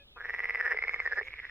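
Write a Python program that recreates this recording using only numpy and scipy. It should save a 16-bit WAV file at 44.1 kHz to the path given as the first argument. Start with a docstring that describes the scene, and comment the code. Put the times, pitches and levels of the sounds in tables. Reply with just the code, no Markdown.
"""Still pond: three water frogs rattle one after another, while far frogs click and hoot and small birds chirp.
Each throb of a call is a crescendo of larynx clicks; every click is an impulse exciting the decaying modes
of inflated vocal sacs, head and throat. Hoots and chirps are arched harmonic series; the farthest frogs and
a scratchy bird are band-shaped noise. Coloured noise and mains hum lie beneath; the pond scatters the clicks."""
import sys
import numpy as np
from scipy import signal
from scipy.fft import rfft, irfft
from scipy.io import wavfile

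SR = 44100
rng = np.random.default_rng(int(sys.argv[2]) if len(sys.argv) > 2 else 0)


def decibels_to_gain(level_db):
    """Convert a level in decibels to a linear amplitude gain (20 dB per decade)."""
    exponent = np.asarray(level_db, float) / 20
    return 10 ** exponent


def int16_out(signal):
    """Quantize to a 16-bit WAV file."""
    q = np.round(np.clip(np.atleast_2d(signal).T, -1, 1) * 32767)
    wavfile.write(sys.argv[1], SR, q.astype(np.int16))


N = 66150

# Air spectrum, relative: f/Hz, level/dB per Hz. Its side part: f/Hz, level/dB relative to mid
AIR_SPECTRUM = [(18, -6), (30, -2), (70, -4), (120, -15), (220, -21.5), (320, -19), (600, -26), (1500, -33),
                (3000, -39.5), (4500, -47.5), (8000, -49.5), (15500, -49)]
AIR_SIDE_SPECTRUM = [(30, -21.5), (100, -18.5), (500, -14.5), (1500, -12.5), (3500, 29.5), (5000, 17.5),
                     (8000, 1.5), (15000, 10.5)]
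# Soft tonal calls: start t/s, length t/s, pitch f/Hz, arch share of pitch,
# levels/dB of harmonics 1-4, left-right level/dB
HOOTS = [(-.03, 0.083, 564.6, 0.018, (-63, -100, -64.5, -83), 2),
         (-.03, 0.078, 839, 0.0091, (-100.5, -98.5, -59, -79), 3),
         (1.09, 0.078, 550, 0.019, (-50, -82, -100.5, -83.5), 2),
         (1.14, 0.12, 517, 0.054, (-49, -85, -67, -101), -1),
         (1.225, 0.1, 529.5, 0.035, (-59.5, -80.5, -80, -86.5), -1)]
CHIRPS = [(.103, 0.038, 1340, 0.12, (-94, -71, -70, -86), 7.3),
          (.145, 0.043, 1287, 0.077, (-95, -68.5, -105, -102), 26.5)]
# Throbs of each near frog: main click ending the crescendo t/s, its relative level/dB, gap before it t/ms,
# clicks near full strength, delay of late click t/ms, its level/dB re the main click, sac f/Hz
FIRST_THROBS = [(.1735, -38, 4.4, 4, 5.8, 0, 1330), (.2061, -31, 5.6, 1.9, 7.3, 0, 1640),
                (.2478, -29, 5.5, 2.1, 6.8, 3, 1780), (.2950, -23, 6, 1.9, 9.3, -2, 1870),
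                (.3394, -24, 5.3, 1.9, 6.9, 2, 1920), (.3919, -22, 6.3, 1.8, 10.8, 1, 1950),
                (.4424, -20, 6.4, 2.2, 12.2, -1, 2000), (.4952, -19, 6.5, 1.6, 10.5, -1, 2010),
                (.5472, -20, 6.3, 1.3, 8, 1, 2010), (.6099, -18, 6.1, 4, 15.6, -8, 1810),
                (.6641, -18, 5.6, 4.8, 12.7, -3, 1770), (.7197, -18, 5, 4.4, 5.2, -1, 1840)]
SECOND_THROBS = [(.6804, -21, 8.5, 1.8, 15.6, -10, 1790), (.7719, -20, 6.4, 1.6, 14.9, 0, 2040),
                 (.8234, -19, 5.1, 1.2, 13.9, 0, 2100), (.8805, -19, 6.8, 1.5, 12.4, 1, 2130),
                 (.9418, -18, 6.9, 1.7, 11, -18, 2130), (1.0009, -18, 6.7, 1.7, 11.6, -16, 2120),
                 (1.0609, -18, 6.4, 1.9, 13.2, -2, 1840), (1.1221, -20, 5.5, 2.2, 8.6, 0, 1710),
                 (1.1901, -19, 5.7, 6.5, 7.7, -6, 1760)]
THIRD_THROBS = [(1.2292, -32, 9.3, 2, 21, -8, 2190), (1.2825, -29, 7.3, 3.3, 23, -8, 2180),
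                (1.3381, -29, 6.7, 2.6, 21, -11, 2190), (1.3914, -29, 5.6, 2.5, 7.7, 0, 2060),
                (1.4511, -29, 6.2, 3.8, 15.2, -9, 1880), (1.4949, -34, 4.2, 1.5, 6, 3, 1830)]
# Single trailing clicks: t/s, relative level/dB, sac f/Hz, extra throat level/dB
FIRST_STRAYS = [(0.1865, -38.5, 1520, -3), (0.224, -37, 1616, -6), (0.2653, -34.5, 1920, -5.5),
                (0.3623, -31, 1890, -11), (0.5702, -31.5, 1950, -5), (0.5747, -26, 1940, 5),
                (0.6355, -35, 1776, 0.5), (0.7086, -22.5, 1833, 1), (0.7330, -26, 2020, 12.5),
                (0.7447, -30.5, 1670, 18.5)]
SECOND_STRAYS = [(.8480, -31.5, 1783, 11), (0.909, -32.5, 1740, -1), (0.9602, -30, 1850, 8.5),
                 (1.0197, -33.5, 1690, 4), (1.2113, -29.5, 1920, 19.5), (1.1745, -24.5, 1740, 15.5),
                 (1.219, -40.5, 2150, 18.5)]
# Place and build of each frog: lag of left t/us, left-right level/dB, head and throat level/dB,
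# treble level/dB, sideways snap level/dB, ring length factor, sac rise t/ms
FIRST_PLACE = (42.5, -0.6, -1.5, 6, -43, 1.16, 0.28)
SECOND_PLACE = (61.5, -1.6, -2, -12.5, -29, 1.94, .5)
THIRD_PLACE = (-32, -2.1, -5.5, -7, -46.5, 1, .25)
# Modes of head and water surface, of the low throat, and of the treble:
# nominal f/Hz, relative level/dB, 60 dB decay t/s
BODY_MODES = [(890, -36, 0.006), (1020, -23.5, 0.012), (1297, -12, 0.013), (2370, -34.5, 0.0081)]
THROAT_MODES = [(410.7, -32.5, 0.06), (454.6, -30.5, 0.066), (675, -29.5, 0.0089)]
TREBLE_MODES = [(8100, -51.5, 0.00049), (11020, -50.5, 0.0037), (12750, -49.5, 0.006),
                (15000, -65.5, 0.0052)]
# High whistle mode over time: t/s, nominal f/Hz, relative level/dB
WHISTLE_TRACK = [(.16, 5450, -72.5), (.22, 5460, -33), (0.501, 5233, -32), (1.2, 5130, -29),
                 (1.5, 5160, -60)]
# Far frogs: t/s, base click level/dB
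CHORUS_SWELL = [(0.169, -62.5), (.3, -45.5), (0.501, -43), (0.702, -43), (0.851, -44.5), (1.031, -46),
                (1.1, -42), (1.25, -49), (1.5, -44.5)]
# Noise bands of frogs too far to tell apart, and of the scratchy bird: f/Hz, width f/Hz, relative level/dB
BLUR_BANDS = [(2000, 570, -1), (3340, 2600, -24.5), (5204, 100, -17)]
RASP_BANDS = [(6440, 850, 1.5), (14400, 6800, -11)]
# Puffs of the far scratchy bird: middle t/s, level/dB
RASP_PUFFS = [(0.935, -75), (1.045, -74.5), (1.156, -76.5), (1.264, -75.5)]

SAC_T60, CHOKE_T60 = 0.02, 0.0039  # s; sac decay before frog and pitch scale it, decay once choked
PAIR_RATIO, PAIR_DB = 0.896, -14.5  # pitch and level of the second sac re the first
SLACK, TAUT, TAUT_HZ = 1.8, 1.2, 1860  # exponents shortening the ring of slack and taut sacs; pitch of tautness
FULL_DB, WEAK_SHARE = -30, 0.089  # below this click level, other modes escape this share of the drop
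QUICKEN, SHORTEST_MS = 0.86, 4.1  # each earlier gap shrinks by this factor, down to this floor
CRESCENDO_STEEP = 1.6  # exponent of the crescendo curve


def read(points, hz):
    """Linear interpolation of level over a logarithmic frequency axis."""
    f, value = np.transpose(points)
    return np.interp(np.log(hz + 1), np.log(f + 1), value)


def evened(x):
    """Normalization to unit rms."""
    return x / np.sqrt(np.mean(x ** 2))


def add(mix, s, sound):
    """Superposition of a two-channel sound from s seconds on, cut at the edges of the mix."""
    at = round(s * SR)
    sound = sound[:, max(-at, 0):]
    part = mix[:, max(at, 0):][:, :sound.shape[1]]
    part += sound[:, :part.shape[1]]


def sides(db):
    """Level difference between ears, as left and right gains."""
    return decibels_to_gain(np.array([[db], [-db]]) / 2)


def noise(gain):
    """Spectral shaping: two independent white noises coloured by gain(Hz)."""
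    return irfft(rfft(rng.standard_normal((2, N))) * gain(np.fft.rfftfreq(N, 1 / SR)), N)


def humps(bands, f):
    """Sum of Gaussian passbands."""
    return sum(decibels_to_gain(db) * np.exp(-((f - hz) / width) ** 2) for hz, width, db in bands)


def air():
    """Stationary random noise in mid and side, with a sinusoidal mains hum."""
    mid, side = noise(lambda f: decibels_to_gain(read(AIR_SPECTRUM, f) + np.array([0 * f, read(AIR_SIDE_SPECTRUM, f)])))
    hum = decibels_to_gain(-65) * np.sin(2 * np.pi * 50 * np.arange(N) / SR)
    return decibels_to_gain(-61.5) * np.array([mid + side, mid - side]) / mid.std() + hum


def tonal_calls(rows, right_sign):
    """Harmonic series on an arched pitch; opposite phase at the right (-1) places it far to the side."""
    out = np.zeros((2, N))
    for s, length, hz, arch, dbs, pan_db in rows:
        u = np.arange(0, length, 1 / SR) / length
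        pitch = hz * (1 - arch * (2 * u - 0.8) ** 2)
        phase = 2 * np.pi * np.cumsum(pitch) / SR
        tone = sum(decibels_to_gain(db) * np.sin((k + 1) * phase) for k, db in enumerate(dbs))
        tone = tone * np.sin(np.pi * u) ** 1.9
        add(out, s, tone * sides(pan_db) * [[1], [right_sign]])
    return out


def ring(t, hz, db, t60, turns=0):
    """Free vibration of one mode with exponential decay."""
    return -decibels_to_gain(db - 60 * t / t60) * np.sin(2 * np.pi * (hz * t + turns))


def sac_ring(t, hz, ringing, rise_ms, free_s):
    """Damped resonance of two sacs apart in pitch, choked when the next click comes after free_s."""
    t60 = SAC_T60 * ringing * min(hz / 1800, 1) ** SLACK
    pair = ring(t, hz, 0, t60) + ring(t, hz * PAIR_RATIO, PAIR_DB, t60)
    rise = (1 - np.exp(-1000 * t / rise_ms)) ** 2
    # the level also curls down with time squared, sooner in a taut sac
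    curl = t / 0.016 * max(hz / TAUT_HZ, 1) ** TAUT
    choke = np.maximum(t - free_s, 0) / CHOKE_T60
    return pair * rise * decibels_to_gain(-60 * choke - 60 * curl ** 2)


def head_and_throat(t, sac_hz, body_db, throat_db):
    """Modal superposition; throat modes start high and droop, and a slacker sac leaves more throat."""
    throat_db = throat_db + 10 * (TAUT_HZ - sac_hz) / 1000
    droop = 0.35 * (1 - np.exp(-t / 0.0007))
    wobble = rng.standard_normal(7)
    body = sum(ring(t, f * (1 + 0.085 * w), db + body_db, t60)
               for (f, db, t60), w in zip(BODY_MODES, wobble))
    throat = sum(ring(t, f * (1 + w / 30), db + body_db + throat_db, t60, droop)
                 for (f, db, t60), w in zip(THROAT_MODES, wobble[4:]))
    return body + throat


def radiated(x):
    """Band limits of radiation from sacs and throat."""
    highpass = signal.butter(6, 385, "high", fs=SR, output="sos")
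    lowpass = signal.butter(4, 2950, fs=SR, output="sos")
    return signal.sosfilt(np.vstack([highpass, lowpass]), x)


def whistle(t, s, lift_db):
    """Beating of two close high modes whose pitch and level depend on the time s of the click."""
    at, hz, db = np.transpose(WHISTLE_TRACK)
    hz = np.interp(s, at, hz) * (1 + 0.019 * rng.standard_normal())
    db = np.interp(s, at, db) + lift_db
    return ring(t, hz, db, 0.015) + ring(t, hz * 1.005, db - 6, 0.0075)


def treble(t, db):
    """Modal superposition at the highest frequencies."""
    wobble = rng.standard_normal(len(TREBLE_MODES))
    return sum(ring(t, f * (1 + w / 70), d + db, t60) for (f, d, t60), w in zip(TREBLE_MODES, wobble))


def snap(t, db):
    """Lateral localization: a short mode almost wholly in the left channel."""
    hz = 4480 * (1 + 0.062 * rng.standard_normal())
    return ring(t, hz, db, 0.011) * [[1], [-0.019]]


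def click(s, db, hz, place, throat_db=0, free_s=1):
    """Impulse excitation by the larynx of sacs, head, throat and high modes, with a lag between ears."""
    lag_us, pan_db, body_db, treble_db, snap_db, ringing, rise_ms = place
    now = np.arange(1200) / SR
    t = np.maximum(now - 1e-4 - np.array([[0.5], [-0.5]]) * lag_us * 1e-6, 0)
    lift_db = WEAK_SHARE * (FULL_DB - db)  # weak clicks keep more throat and whistle
    sac = sac_ring(t, hz, ringing, rise_ms, free_s)
    low = radiated(sac + head_and_throat(t, hz, lift_db + body_db, throat_db))
    high = whistle(t, s, lift_db) + snap(t, snap_db)
    onset = 1 - np.exp(-t / 0.0006)
    return decibels_to_gain(db + 3) * sides(pan_db) * (low + treble(now, treble_db) + high * onset)


def frog(throbs, strays, place, depth_db, glide=0):
    """Pulse-train crescendo: weak quick clicks slow as they grow, then a late click.

    With a glide (Hz per s as the sac first fills), the sac pitch also slides between throbs.
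    """
    out, k, table = np.zeros((2, N)), np.arange(8), np.array(throbs)
    first = table[0, 0]
    last = first - 0.014
    for s, db, gap, wide, late, late_db, hz in throbs:
        gaps = np.maximum(gap * QUICKEN ** k, min(gap, SHORTEST_MS))
        times = s - np.cumsum(gaps) / 1000
        drop = depth_db * (1 - np.exp(-((k + 1) / max(wide, 0.3)) ** CRESCENDO_STEEP))
        rows = sorted([(s, db), (s + late / 1000, db + late_db)] + list(zip(times, db + drop)))
        for (at, level), (then, _) in zip(rows, rows[1:] + [(2, 0)]):
            slid = np.interp(at, table[:, 0], table[:, 6]) - glide * max(first - at, 0)
            # clicks that would fall into the throb before are left out
            if at > last:
                add(out, at, click(at, level, slid if glide else hz, place, free_s=then - at))
        last = s + late / 1000 + SHORTEST_MS / 1000
    for s, db, hz, throat_db in strays:
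        add(out, s, click(s, db, hz, place, throat_db))
    return out


def chorus():
    """Random point process: clicks of far frogs at random moments, pitches, levels and directions."""
    out, (s, db) = np.zeros((2, N)), np.transpose(CHORUS_SWELL)
    draw = rng.random((400, 5))
    times = s[0] + np.cumsum((0.3 + 1.2 * draw[:, 0]) / 170)
    for at, row in zip(times, draw):
        hz = 1780 + row[1] * (2240 - 1780)
        level = np.interp(at, s, db) - 3 * np.log(row[2] + 0.092)
        place = (160 * (row[3] - 0.3), 8 * (row[4] - 0.6), -9, -12, -26, 0.7, 0.3)
        if at < N / SR:
            add(out, at, click(at, level, hz, place))
    return out


def blur():
    """Incoherent summation: the farthest frogs merge into a rough wash that swells with the chorus."""
    t, (s, db) = np.arange(N) / SR, np.transpose(CHORUS_SWELL)
    mid, side = evened(noise(lambda f: humps(BLUR_BANDS, f)))
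    swell = decibels_to_gain(np.interp(t, s, db) - 12) * (t > s[0])
    return swell * np.array([mid + 0.5 * side, mid - 0.5 * side])


def pond(x):
    """Diffuse scattering off water and reeds: convolution with a short decaying noise."""
    t = np.arange(6000) / SR
    tail = rng.standard_normal((2, len(t))) * decibels_to_gain(-60 * t / 0.065) * (t > 0.003)
    tail = tail / np.linalg.norm(tail[0])
    return x + decibels_to_gain(-16) * signal.fftconvolve(x, tail, axes=1)[:, :N]


def rasps():
    """Amplitude modulation: Gaussian puffs of high scratchy noise."""
    t = np.arange(N) / SR
    puffs = sum(decibels_to_gain(db) * np.exp(-((t - s) / 0.028) ** 2) for s, db in RASP_PUFFS)
    mid, side = evened(noise(lambda f: humps(RASP_BANDS, f)))
    return puffs * np.array([mid + 0.4 * side, mid - 0.4 * side])


def scene():
    """Superposition of frogs, birds and air, with only the clicks scattered by the pond."""
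    near = frog(FIRST_THROBS, FIRST_STRAYS, FIRST_PLACE, depth_db=-18, glide=22000)
    near = near + frog(SECOND_THROBS, SECOND_STRAYS, SECOND_PLACE, depth_db=-22)
    near = near + frog(THIRD_THROBS, [], THIRD_PLACE, depth_db=-21)
    calls = tonal_calls(HOOTS, 1) + tonal_calls(CHIRPS, -1)
    return pond(near + chorus()) + calls + blur() + rasps() + air()


def band_limit(x):
    """A steep low-pass at the top of the band."""
    return signal.sosfilt(signal.butter(12, 15810, fs=SR, output="sos"), x)


def record(dry):
    """Linear pick-up: the finished mix is passed on at its own level."""
    return band_limit(dry)


dry = scene()
out = record(dry)
int16_out(out)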